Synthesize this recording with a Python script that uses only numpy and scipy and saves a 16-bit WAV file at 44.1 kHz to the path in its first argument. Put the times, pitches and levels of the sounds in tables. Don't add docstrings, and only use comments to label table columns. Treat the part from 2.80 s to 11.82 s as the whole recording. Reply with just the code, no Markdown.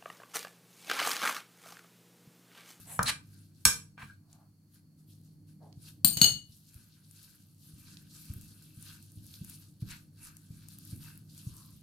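import sys
import numpy as np
from scipy import signal
from scipy.fft import rfft, irfft, next_fast_len
from scipy.io import wavfile

SR = 44100
rng = np.random.default_rng(int(sys.argv[2]) if len(sys.argv) > 2 else 0)


def store_wav(level_fs):
    pcm = np.round(np.clip(np.atleast_2d(level_fs), -1, 1) * 32767)
    wavfile.write(sys.argv[1], SR, pcm.T.astype(np.int16))


N = 397782
T = np.arange(N) / SR
RING_T = T[:SR // 2]

# frequency in Hz, level in dB, free ring time (t60) in seconds.
PLATE_MODES = [(465, -18, .8), (964, -8, .14), (1185, -4, .2), (1527, -3, .22), (1615, -4, .24),
               (2371, -3, .27), (2720, -12, .14), (3254, -7, .17), (4270, -5, .2), (5345, -2, .1),
               (5402, -2, .15), (5560, -2, .1), (5660, -2, .2), (6650, 0, .25), (7775, 1, .2),
               (7825, -1, .15), (8212, -4, .12), (9026, -1, .22), (9407, -4, .12), (9850, -1, .2),
               (9915, 0, .15), (10775, -2, .23), (11824, -7, .14), (13070, -7, .17)]


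def spoon_on_plate():
    # frequency in Hz, level in dB per Hz.
    plate_crack = [(200, -10.5), (650, -17), (1200, -2.5), (1650, -0.5), (2000, -9.5), (3400, -3),
                   (4700, -9), (5500, 6.5), (6050, -7.5), (6700, -1.5), (8600, -6), (9700, 2.5),
                   (12000, -4), (12700, -5), (14200, -7.5), (15200, -22.5)]
    # time in seconds, relative level in dB, frequency in Hz above which
    # it is dull, relative crack level in dB, share of the free ring time left by the pressing spoon.
    knocks = [(.191, -11, 1460, 2, 0.16), (0.302, -30.5, 3000, -24, 0.34), (.8525, -20.5, 16500, 5.5, 0.62),
              (1.178, -46, 2780, -1.5, 0.98), (1.228, -37, 2400, -17, 0.14), (1.301, -55, 1700, -19, 0.1)]
    bite_db = -25.5
    out = np.zeros((2, N))
    for s, db, dull_hz, crack_db, free in knocks:
        modes = [(hz, level, t60 * free) for hz, level, t60 in PLATE_MODES]
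        burst = crack(plate_crack, t60=.025, tail_db=-15.5, tail_t60=0.22)
        blow = ring(modes, phase_spread=0.23) + amp(crack_db + 8.5) * burst
        cushioned = band(blow, 520, dull_hz)
        bite = band(blow * fade(0.043), 2900, 6500)
        add(out, s, amp(db - 4) * (cushioned + amp(bite_db) * bite))
    return out


def scrapes():
    # start, peak and end in seconds (an end
    # before the peak cuts the swell short), relative level in dB, lowest and highest frequency in Hz.
    strokes = [(0.05, .13, 0.23, -37, 7400, 13600), (0.042, 0.12, 0.21, -50.5, 460, 3600),
               (.227, 0.232, .238, -21.5, 5200, 16000), (.25, 0.298, 0.31, -22.5, 1280, 11300),
               (.255, 0.29, 0.28, -15, 3800, 4600), (1.168, 1.22, 1.25, -41, 900, 2700),
               (1.16, 1.225, 1.33, -52, 2440, 2700), (1.274, 1.298, 1.325, -36, 1410, 1600),
               (1.173, 1.207, 1.386, -57, 2070, 16100), (1.37, 1.62, 1.72, -64, 610, 1380),
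               (2.796, 2.822, 2.97, -51.5, 190, 890), (7.088, 7.111, 7.19, -46.5, 1470, 4690),
               (8.605, 8.8, 8.98, -55.5, 980, 1350)]
    # frequency in Hz, level in dB per Hz.
    scrape_colour = [(300, -0.5), (800, 3.5), (1250, -3.5), (1550, -2), (1900, -4.5), (2500, -3.5),
                     (3200, -7), (4200, -1.5), (5500, -12.5), (6700, -15), (9500, -9), (16000, -14)]
    ring_db, free = -7, .25
    out = np.zeros((2, N))
    plate = ring([(hz, db, t60 * free) for hz, db, t60 in PLATE_MODES], phase_spread=0.97)
    for start, peak, end, db, low_hz, high_hz in strokes:
        t = T[int(start * SR):int(end * SR)]
        clicks = grains(len(t), per_s=4000, spread_db=1.4, width_db=-7.5)
        sung = unit(signal.fftconvolve(clicks, plate, axes=1)[:, :len(t)])
        slips = unit(colour(clicks, scrape_colour) + amp(ring_db) * sung)
        swell = np.interp(t, [start, peak, end], [0, 1, 0]) ** 1.2
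        add(out, start, amp(db) * band(slips * swell, low_hz, high_hz))
    return out


def spoon_in_dish():
    # frequency in Hz, level when struck on the wall in dB,
    # level when struck on the rim in dB, free ring time (t60) in seconds.
    dish_modes = [(1410, -34, -24, .12), (2928, -32, -13, .5), (2966, -34, -15, .45), (4357, -9, 0, .2),
                  (4408, -16, -5, .3), (4486, -7, -4, .22), (6548, -28, -4, .24), (6587, -22, -3, .2),
                  (7408, -8, -10, .22), (7509, -8, -17, .15), (7600, -8, -15, .15), (8936, 2, -8, .2),
                  (10390, -17, -13, .25), (11690, -19, -17, .24), (12100, -13, -22, .12),
                  (14190, -12, -10, .14), (14328, 3, -5, .14)]
    # frequency in Hz, level in dB per Hz.
    dish_crack = [(300, -3), (1400, -15), (2300, -7.5), (3300, -2.5), (4400, 5), (5700, -12), (7500, 2),
                  (8100, -10.5), (8900, 2), (9900, -12.5), (11000, -11.5), (12200, -5.5), (13200, -12),
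                  (14300, 0), (15500, -20.5)]
    # frequency in Hz, left minus right in dB.
    dish_pan = [(3000, 0), (4400, 5), (6500, 6), (7500, 1), (8900, 14), (10400, 5), (12000, 13),
                (14300, 15)]
    # time in seconds, relative level in dB, place from 0 (wall) to 1 (rim),
    # crack level in dB, treble tilt of the modes in dB per octave, share of the free ring time.
    clinks = [(3.2466, -13, 0.032, -8.5, 2, 0.35), (3.326, -37, 1, -26, 1.5, 0.6),
              (3.371, -26, 0.98, -2.5, 2, 0.25), (3.415, -13.5, 0.93, -5, -2, 0.65),
              (3.4433, -14, 0.97, -9.5, -1.5, 0.2)]
    out = np.zeros((2, N))
    left = np.sqrt(gain_at(np.fft.rfftfreq(len(RING_T), 1 / SR), dish_pan))
    sides = np.array([left, 1 / left]) * 2 / (left + 1 / left)
    build_up = np.minimum(.5 + RING_T / 0.0026, 1)
    for s, db, place, crack_db, tilt_db, free in clinks:
        modes = []
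        for hz, wall_db, rim_db, t60 in dish_modes:
            level = wall_db + place * (rim_db - wall_db) + tilt_db * np.log2(hz / 7000)
            modes.append((hz, level, t60 * free))
        rung = amp(-2.0) * ring(modes, phase_spread=0.97) * build_up
        blow = rung + amp(crack_db) * crack(dish_crack, t60=.04, tail_db=-15.0, tail_t60=0.21)
        add(out, s, amp(db) * irfft(rfft(blow) * sides, len(RING_T))[:, :SR // 3])
    return out


def paste():
    # strongest moment,
    # swell and fade in seconds, relative levels in dB of wet crackle and of rubbing on the plate.
    strokes = [(0.0, .02, .07, -55.5, -64), (.6, 0.21, 0.11, -66.5, -78), (0.821, 0.07, 0.06, -67, -82),
               (1.531, 0.037, 0.059, -69, -75.5), (1.96, 0.049, .03, -66, -75),
               (2.201, 0.029, .03, -69.5, -87), (2.319, 0.038, .06, -64.5, -90),
               (2.46, 0.027, 0.056, -69, -91.5), (2.69, 0.02, .05, -69.5, -81.5),
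               (2.85, 0.035, 0.068, -73.5, -91.5), (3.09, 0.079, 0.036, -54, -68),
               (3.73, 0.061, 0.22, -63.5, -87), (3.98, 0.11, 0.14, -61, -72),
               (4.17, 0.052, .08, -71.5, -79.5), (4.47, 0.2, 0.17, -59.5, -73), (4.698, .04, .07, -73, -90),
               (4.89, 0.081, 0.13, -60, -78), (5.11, 0.18, 0.18, -60, -67.5), (5.36, 0.06, 0.21, -56, -70),
               (5.549, 0.15, 0.51, -59, -69.5), (5.841, 0.027, 0.2, -64, -89), (6.111, 0.14, .09, -54, -63),
               (6.33, 0.038, 0.13, -64, -83.5), (6.56, 0.12, 0.15, -56, -72.5),
               (6.72, 0.088, 0.093, -56, -66.5), (6.819, .04, .04, -62.5, -72),
               (7.012, 0.0095, 0.027, -59.5, -73), (7.12, 0.056, 0.052, -53, -57),
               (7.46, 0.081, 0.078, -57, -60.5), (7.66, .08, 0.11, -68.5, -82),
               (7.83, 0.14, 0.15, -62.5, -71), (7.92, 0.04, 0.091, -58, -73.5),
               (8.11, 0.11, 0.12, -55.5, -69.5), (8.27, 0.077, 0.075, -55, -59),
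               (8.6, 0.1, 0.3, -56, -73.5), (8.78, 0.12, 0.16, -65.5, -73.5)]
    # frequency in Hz, level in dB per Hz.
    drag_colour = [(18, -5), (40, 0), (65, -4), (120, -18.5), (250, -44.5), (600, -80.5)]
    rub_power, rub_lag_s = 1.4, .008
    drag_db = -2.5
    t = T[::100]
    wet_energy, rub_energy = 0, 0
    for s, swell_s, fade_s, wet_db, rub_db in strokes:
        wet_press = pressure(t - s, swell_s, fade_s)
        rub_press = pressure(t - s - rub_lag_s, swell_s, fade_s) ** rub_power
        wet_energy = wet_energy + (amp(wet_db) * wet_press) ** 2
        rub_energy = rub_energy + (amp(rub_db) * rub_press) ** 2
    wet = np.sqrt(np.interp(T, t, wet_energy))
    rub = np.sqrt(np.interp(T, t, rub_energy))
    smear = amp(-0.02) * wet * squelching() + amp(0.5) * rub * rubbing()
    smear = smear * amp(np.array([[.7], [-.7]]))
    drag = amp(drag_db) * rub * colour(noise(N, -3.5), drag_colour)
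    return kitchen(smear, wet_db=-8.5, t60=0.13) + drag


def pressure(t, swell_s, fade_s):
    swell_shape, fade_shape = 2.1, 0.9
    swell = np.abs(t / swell_s) ** swell_shape
    fall = np.abs(t / fade_s) ** fade_shape
    return np.exp(-np.where(t < 0, swell, fall))


def squelching():
    # centre in Hz, width in Hz, mean level in dB.
    films = [(2924, 1700, -3.5), (4430, 1400, -2), (7200, 4500, 0), (9870, 1400, 1.5), (11700, 2000, -2),
             (13000, 2000, 0)]
    # frequency in Hz, level in dB per Hz.
    paste_colour = [(1470, -38), (2500, -13), (2680, -6), (2940, -4.5), (4270, 0), (7080, -3), (9730, -2.5),
                    (13700, -2.5), (14500, -5), (16000, -18)]
    # frequency in Hz, level in dB per Hz.
    tick_colour = [(2000, -31), (6000, -8.5), (11000, 0), (16000, -6.5)]
    tears = grains(N, per_s=2600, spread_db=1.5, width_db=-4)
    ticks = colour(grains(N, per_s=16, spread_db=2.5, width_db=-5.5), tick_colour)
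    crackle = colour(shifting(tears, films, depth_db=4.5, per_s=36), paste_colour)
    return crackle + amp(-13) * ticks


def rubbing():
    # centre in Hz, width in Hz, mean level in dB.
    resonances = [(932, 58, -11.5), (1255, 92, -4), (1544, 140, 2), (1770, 560, -8), (2360, 200, -2.5),
                  (2664, 100, 0)]
    slips = grains(N, per_s=640, spread_db=1.0, width_db=-4)
    rubbed = shifting(slips, resonances, depth_db=3.5, per_s=14)
    return colour(rubbed, [(500, -10), (1050, 1), (3200, -1.0), (6000, -15.5)])


def shifting(clicks, resonances, depth_db, per_s):
    out = 0
    for hz, width_hz, db in resonances:
        shifted = np.roll(clicks, rng.integers(N), axis=1)
        b, a = signal.iirpeak(hz, hz / width_hz, fs=SR)
        out = out + amp(db + depth_db * walk(per_s)) * unit(signal.lfilter(b, a, shifted))
    return out


def pops():
    # time in seconds, relative peak level in dB, centre in Hz,
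    # left minus right in dB.
    bursts = [(1.5293, -46, 7100, 0), (2.9272, -48.5, 4920, -2.5), (4.3113, -44, 9530, 5),
              (5.1707, -38.5, 4200, 0), (5.537, -34.5, 13100, 3), (5.824, -45.5, 9800, 4),
              (6.0253, -38.5, 10200, 4), (6.2262, -43.5, 9700, -5), (6.54, -39, 4640, -6),
              (6.647, -35, 11600, 4), (6.6992, -35, 14160, 3), (7.5684, -38.5, 9250, 2),
              (7.886, -39, 10400, 10), (7.9862, -38.5, 12200, 4), (8.0511, -44, 13700, 14),
              (8.3759, -40, 12900, 3), (8.5782, -42, 8570, 0.5), (8.7675, -41, 11500, 4.5)]
    out = np.zeros((2, N))
    for s, db, hz, pan_db in bursts:
        spectrum = [(hz / 3, -24), (hz, 0), (hz * 1.35, -10), (hz * 2.9, -32)]
        pop = colour(noise(len(RING_T), -3.0), spectrum) * fade(0.012)
        sides_db = np.array([[pan_db], [-pan_db]]) / 2
        add(out, s, amp(db + 2.5 + sides_db) * pop / np.abs(pop).max())
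    return kitchen(out, wet_db=-11, t60=0.17)


def bumps():
    # time in seconds, relative level in dB, pitch in Hz.
    hits = [(.19, -25.5, 140), (.232, -35, 123), (.854, -28, 140), (.856, -34.5, 54), (1.226, -40, 136),
            (2.97, -44, 119), (3.245, -26, 204), (3.363, -37, 127), (3.413, -21, 165), (3.69, -47.5, 127),
            (3.95, -44, 79.5), (4.931, -44.5, 100), (5.495, -33.5, 94), (5.559, -34.5, 119),
            (5.97, -41.5, 120), (6.367, -37, 111), (6.609, -34, 131), (7.020, -29.5, 119.6),
            (7.701, -37.5, 134), (8.123, -32, 118.4), (8.664, -32.5, 119), (8.929, -45.5, 119)]
    # frequency in Hz, level in dB per Hz.
    table_ring = [(30, -18), (60, -1.5), (115, 2.5), (200, -1.5), (300, -13), (450, -31.5), (1000, -50.5)]
    # frequency in Hz, level in dB per Hz.
    shudder_colour = [(20, -2.5), (45, -0.5), (90, -4.5), (200, -19.5), (600, -70.5)]
    out = np.zeros((2, N))
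    for s, db, hz in hits:
        cycles = RING_T * hz
        push = -np.cos(2 * np.pi * (cycles - .9)) * np.exp(-((cycles - 1.05) / 0.64) ** 2)
        tail = colour(noise(len(RING_T), -14), table_ring) * fade(0.47)
        tail = band(tail, hz / 2, 970)
        shudder = colour(noise(len(RING_T), 0.5), shudder_colour) * fade(0.51)
        bump = push + amp(-12.5) * tail + amp(-24) * shudder
        add(out, s, amp(db + 1.5) * bump * np.minimum(2 * cycles, 1))
    return out


def low_rumble():
    # time in seconds, relative level in dB.
    rumble_level = [(0, -56.5), (1.3, -60.5), (1.8, -65), (2.35, -58.5), (3.2, -57), (3.44, -52),
                    (3.65, -63.5), (4.45, -64), (5.1, -58), (5.85, -58.5), (6.55, -58), (7.65, -60),
                    (8.2, -55.5), (9.02, -59)]
    # frequency in Hz, level in dB per Hz.
    rumble_colour = [(20, -30.5), (72, -9.5), (100, 3), (160, -0.5), (230, -3.5), (310, -8.5), (400, -23.5),
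                     (600, -30.5), (1200, -45.5), (3000, -59.5)]
    # frequency in Hz, relative level in dB.
    rumble_tones = [(100, -4.5), (155, -3.5), (194, -11.5), (300, -15.5)]
    # frequency in Hz, relative level in dB per Hz.
    air_colour = [(300, -75), (700, -82.5), (1500, -86), (3000, -91.5), (4000, -91), (4370, -74),
                  (4900, -86), (8000, -87.5), (11000, -83), (16000, -89.5)]
    rumble = amp(-3) * colour(noise(N, -12), rumble_colour)
    for hz, db in rumble_tones:
        waver = 2.2 + walk(14) + 1j * walk(31)
        rumble = rumble + amp(db) * unit(np.real(waver * np.exp(2j * np.pi * hz * T)))
    level = amp(np.interp(T, *np.transpose(rumble_level)))
    hiss = amp(-75.5) * colour(noise(N, -2), air_colour)
    return amp(1.0) * rumble * level + hiss


def kitchen(x, wet_db, t60):
    treble_hz, treble_share = 11500, 0.75
    hiss = rng.standard_normal((2, len(RING_T)))
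    treble = signal.butter(N=4, Wn=treble_hz, btype="high", fs=SR, output="sos")
    top = signal.sosfiltfilt(treble, hiss)
    tail = (hiss - top) * fade(t60) + top * fade(t60 * treble_share)
    tail = tail * np.clip((RING_T - .004) / 0.01, 0, 1)
    tail /= np.sqrt(np.sum(tail ** 2) / 2)
    return x + amp(wet_db) * signal.fftconvolve(x, tail, axes=1)[:, :N]


def ring(modes, phase_spread):
    phases = rng.uniform(0, 2 * np.pi, (len(modes), 1, 1))
    phases = phases + phase_spread * rng.standard_normal((len(modes), 2, 1))
    out = 0
    for (hz, db, t60), phase in zip(modes, phases):
        out = out + amp(db) * fade(t60) * np.sin(2 * np.pi * hz * RING_T + phase)
    return out


def crack(points, t60, tail_db, tail_t60):
    return colour(noise(len(RING_T), 1), points) * (fade(t60) + amp(tail_db) * fade(tail_t60))


def grains(size, per_s, spread_db, width_db):
    sizes = amp(spread_db * np.minimum(rng.exponential(size=size), 4))
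    return noise(size, width_db) * sizes * (rng.random(size) < per_s / SR)


def noise(size, width_db):
    mid, side = rng.standard_normal((2, size))
    return unit(mid + amp(width_db) * side * np.array([[1], [-1]]))


def walk(per_s):
    knots = np.arange(0, T[-1] + 1, 1 / per_s)
    return np.interp(T, knots, rng.standard_normal(len(knots)))


def fade(t60):
    return np.exp(-np.log(1000) * RING_T / t60)


def colour(x, points):
    size = next_fast_len(x.shape[-1])
    gain = gain_at(np.fft.rfftfreq(size, 1 / SR), points)
    return unit(irfft(rfft(x, size) * gain, size)[..., :x.shape[-1]])


def gain_at(hz, points):
    f, db = np.transpose(points)
    return amp(np.interp(np.log(np.maximum(hz, 1)), np.log(f), db))


def band(x, low_hz, high_hz):
    high_hz = min(high_hz, SR / 2 - 2000)
    edges = [min(low_hz, high_hz - 100), high_hz]
    return signal.sosfilt(signal.butter(N=3, Wn=edges, btype="band", fs=SR, output="sos"), x)


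def amp(db):
    return 10 ** (np.asarray(db) / 20)


def unit(x):
    return x / np.sqrt(np.mean(x ** 2))


def add(out, s, x):
    i = max(int(s * SR), 0)
    out[:, i:i + x.shape[-1]] += x[..., :N - i]


def scene():
    knocked = kitchen(spoon_on_plate(), wet_db=-6.0, t60=0.27)
    scraped = kitchen(scrapes(), wet_db=-9.5, t60=0.21)
    dish = kitchen(spoon_in_dish(), wet_db=-4.0, t60=0.28)
    return knocked + scraped + dish + paste() + pops() + bumps() + low_rumble()


def record(dry):
    ceiling = .86
    held = dry / (1 + (dry / ceiling) ** 8) ** (1 / 8)
    return signal.sosfiltfilt(signal.ellip(8, .1, 50, 16200, fs=SR, output="sos"), held)


dry = scene()
out = record(dry)
store_wav(out)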